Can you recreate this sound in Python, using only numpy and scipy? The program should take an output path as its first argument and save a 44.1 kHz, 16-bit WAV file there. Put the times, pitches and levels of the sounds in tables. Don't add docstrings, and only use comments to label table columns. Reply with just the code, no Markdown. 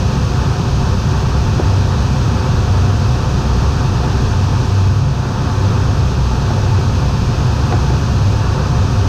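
import sys
import numpy as np
from scipy import signal
from scipy.fft import rfft, irfft
from scipy.io import wavfile
from scipy.ndimage import uniform_filter1d, minimum_filter1d

SR = 44100
rng = np.random.default_rng(int(sys.argv[2]) if len(sys.argv) > 2 else 0)


def dump(signal):
    limited = np.clip(np.atleast_2d(signal).T, -1, 1)
    pcm = np.round(limited * 32767).astype(np.int16)
    wavfile.write(sys.argv[1], SR, pcm)


N = 400428

# time in seconds, rush over the shell in dB, vent hiss in dB.
AIRFLOW = [(0, -27, -33.5), (1.1, -26.5, -33.5), (3.0, -26, -33.5), (4.25, -26, -33.5), (4.78, -27.5, -34),
           (5.09, -29.5, -37), (5.6, -26, -34), (6.15, -27.5, -34.5), (6.48, -26, -33.9),
           (6.95, -27.5, -34), (7.65, -25.8, -33.5), (8.05, -27.4, -33.5), (8.55, -27, -34),
           (9.08, -25.8, -33.5)]
# frequency in Hz, density in dB per Hz at the mean flow.
FUSELAGE_RUMBLE = [(8, -66), (22, -58), (34, -38.5), (47, -45.5), (76, -38), (105, -43), (155, -40.5),
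                   (205, -46.5), (310, -55), (450, -57.5), (700, -68), (2000, -110)]
# frequency in Hz, width in Hz, level between swells in dB at the mean flow.
CABIN_MODES = [(65, 6.9, -20), (96.76, 5.2, -20.5), (120.5, 9.3, -20), (137, 6.2, -24.5)]
# frequency in Hz, density in dB per Hz for a rush of 0 dB.
RUSH_SPECTRUM = [(120, -48), (430, -31), (650, -35), (950, -30), (1300, -33), (1550, -36), (1820, -40.5),
                 (2080, -51), (3000, -73), (8000, -102)]
# frequency in Hz, width in Hz, peak in dB per Hz
# for a rush of 0 dB.
PANEL_MODES = [(185, 12, -21), (224.4, 12.5, -17.5), (274.7, 25, -23.5), (368.5, 29, -26), (389, 14.4, -24),
               (515, 17.5, -25), (717, 20, -27.5), (725, 16, -28), (880.5, 21, -24.5), (1140, 17, -30.5),
               (1265, 10, -28), (1528, 18, -35.5)]
# frequency in Hz, density in dB per Hz for a hiss of 0 dB.
HISS_SPECTRUM = [(1000, -58), (2130, -45.5), (2310, -36.5), (2430, -35.5), (2540, -32), (2850, -36.5),
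                 (4700, -36), (6400, -38), (7200, -49), (8800, -52.5), (10000, -60.5), (11400, -66),
                 (12500, -58), (15000, -66)]
# delay in milliseconds, gain as a signed factor.
CANOPY_REFLECTIONS = [(1.9, 0.02), (3.7, -0.057), (5.3, 0.031), (8.9, 0.065), (13.1, -0.092), (19.7, 0.091)]
# start in seconds, strength in dB, raw crack against that strength in dB.
AIRFRAME_KNOCKS = [(.595, -20, -8), (1.595, -12, -5), (3.615, -22, -6), (6.503, -14, -7), (7.724, -12, 2),
                   (7.735, -20, -9), (7.899, -17, -10), (7.928, -17, -5)]
# frequency in Hz, level in dB, 60 dB decay time in seconds.
HULL_MODES = [(299, -9.5, 0.097), (363, -1, 0.057), (505, -10.5, 0.045), (600, -10.5, 0.1),
              (720, -7, 0.049), (866, -9, .06), (1100, -25, .04), (1450, -18, .03)]
# time of the height in seconds, length in seconds, rise in dB,
# index of the cabin mode (rounded; one past the last mode moves nothing).
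BUFFETS = [(1.4, .6, 2.5, 0.5), (1.757, .55, 6.5, 1), (2.84, 0.58, 6.5, 1), (3.18, .3, 4.5, 2),
           (3.597, 0.4, 5, 0.5), (4.553, 0.9, 3.5, 1), (4.86, 0.47, 9, 1), (5.1, 0.37, 8, 3),
           (5.745, 0.7, 8.5, 1), (6.103, 0.97, 3.5, 0), (6.74, 0.58, 9.5, 1), (6.997, .35, 5, 0),
           (8.252, 0.66, 4.5, 3.5), (8.346, 0.51, 8, 1), (8.922, 0.27, 8, 1), (8.947, 0.59, 2.5, 1)]

BOOM_FOLLOWS, RUMBLE_FOLLOWS = 1.36, 1.0
BOOM_LAG_S = 0.32
CUTOFF_HZ = 15150


def from_db(db):
    return 10 ** (np.asarray(db) / 20)


def in_time(rows):
    seconds, *columns = np.transpose(rows)
    t = np.arange(N) / SR
    return [np.interp(t, seconds, column) for column in columns]


def bins():
    return np.maximum(np.fft.rfftfreq(N, 1 / SR), 1)


def slope(points):
    hz, db = np.transpose(points)
    return from_db(np.interp(np.log(bins()), np.log(hz), db))


def resonance(hz, width_hz):
    detune = (bins() ** 2 - hz ** 2) / (bins() * width_hz)
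    return 1 / (1 + detune ** 2 / 2)


def turbulence(gain):
    spectrum = rfft(rng.standard_normal(N)) * gain
    return irfft(spectrum, N) * np.sqrt(SR / 2)


def drift(rate_hz):
    slow = turbulence(1 / (1 + (bins() / rate_hz) ** 2))
    return (slow - slow.mean()) / slow.std()


def steadied(x, span_s):
    power = uniform_filter1d(x ** 2, max(int(span_s * SR), 2), mode="wrap")
    power = uniform_filter1d(power, max(int(span_s * SR / 2), 2), mode="wrap")
    return x / np.sqrt(power + 1e-18)


def fuselage_rumble(flow_db):
    return from_db(RUMBLE_FOLLOWS * flow_db) * turbulence(slope(FUSELAGE_RUMBLE))


def cabin_boom(flow_db):
    t = np.arange(N) / SR
    drive_db = BOOM_FOLLOWS * np.interp(t - BOOM_LAG_S, t, flow_db)
    waver_db = 1.28
    boom = np.zeros(N)
    for index, (hz, width_hz, db) in enumerate(CABIN_MODES):
        mode = steadied(turbulence(resonance(hz, width_hz)), span_s=0.16)
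        level_db = db + drive_db + swell_db(index) + waver_db * drift(rate_hz=6.1)
        boom += from_db(level_db) * mode
    return boom


def shell_rush(rush_db):
    power = slope(RUSH_SPECTRUM) ** 2
    for hz, width_hz, db in PANEL_MODES:
        power = power + (from_db(db) * resonance(hz, width_hz)) ** 2
    roar = turbulence(np.sqrt(power))
    even_roar = roar.std() * steadied(roar, span_s=0.32)
    gust_db = 0.5
    return from_db(rush_db + gust_db * drift(rate_hz=4.8)) * even_roar


def vent_hiss(hiss_db):
    flutter_db = 0.22
    return from_db(hiss_db + flutter_db * drift(rate_hz=13)) * turbulence(slope(HISS_SPECTRUM))


def canopy(x):
    return x + sum(gain * np.roll(x, int(ms * SR / 1000)) for ms, gain in CANOPY_REFLECTIONS)


def ring(force, hz, t60):
    radius = from_db(-60 / (t60 * SR))
    step = 2 * np.pi * hz / SR
    return signal.lfilter([0, np.sin(step)], [1, -2 * radius * np.cos(step), radius ** 2], force + 1e-18)


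def knocks(rattle_s=0.0053, rattle=0.76, crack_s=0.0046, crack_hz=1300, top_hz=4000):
    t = np.arange(SR // 16) / SR
    force, crack = np.zeros(N), np.zeros(N)
    contact = t == 0
    for start_s, db, crack_db in AIRFRAME_KNOCKS:
        chatter, grit = rng.standard_normal((2, len(t)))
        chatter = chatter * np.exp(-t / rattle_s)
        chatter = rattle * chatter / np.linalg.norm(chatter)
        at = int(start_s * SR)
        force[at:at + len(t)] += from_db(db) * (contact + chatter)
        crack[at:at + len(t)] += from_db(db + crack_db) * grit * np.exp(-t / crack_s)
    rings = sum((-1) ** k * from_db(db) * ring(force, hz, t60)
                for k, (hz, db, t60) in enumerate(HULL_MODES))
    crack_band = signal.butter(1, [400, crack_hz], "band", fs=SR, output="sos")
    crack = signal.sosfilt(crack_band, crack)
    shell = signal.butter(4, top_hz, fs=SR, output="sos")
    return signal.sosfilt(shell, rings + 2 * crack)


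def swell_db(index):
    t = np.arange(N) / SR
    lift_db = np.zeros(N)
    for height_s, length_s, rise_db, boom in BUFFETS:
        if round(boom) == index:
            phase = np.clip((t - height_s) / length_s, -0.5, 0.5)
            lift_db += rise_db * np.cos(np.pi * phase)
    return lift_db


def limited(x, ceiling_db=-6.5, hold_s=0.0074):
    size = max(int(hold_s * SR), 2)
    gain = np.minimum(1, from_db(ceiling_db) / (np.abs(x) + 1e-9))
    return x * uniform_filter1d(minimum_filter1d(gain, size), size)


def scene():
    rush_db, hiss_db = in_time(AIRFLOW)
    flow_db = hiss_db - hiss_db.mean()
    air = fuselage_rumble(flow_db) + cabin_boom(flow_db) + shell_rush(rush_db)
    return (air + canopy(vent_hiss(hiss_db)) + knocks())[None]


def record(dry):
    bass = signal.sosfiltfilt(signal.butter(2, 300, fs=SR, output="sos"), dry)
    held = dry - bass + limited(bass)
    top_cut = signal.ellip(12, 0.1, 90, CUTOFF_HZ, fs=SR, output="sos")
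    return signal.sosfilt(top_cut, held)


dry = scene()
out = record(dry)
dump(out)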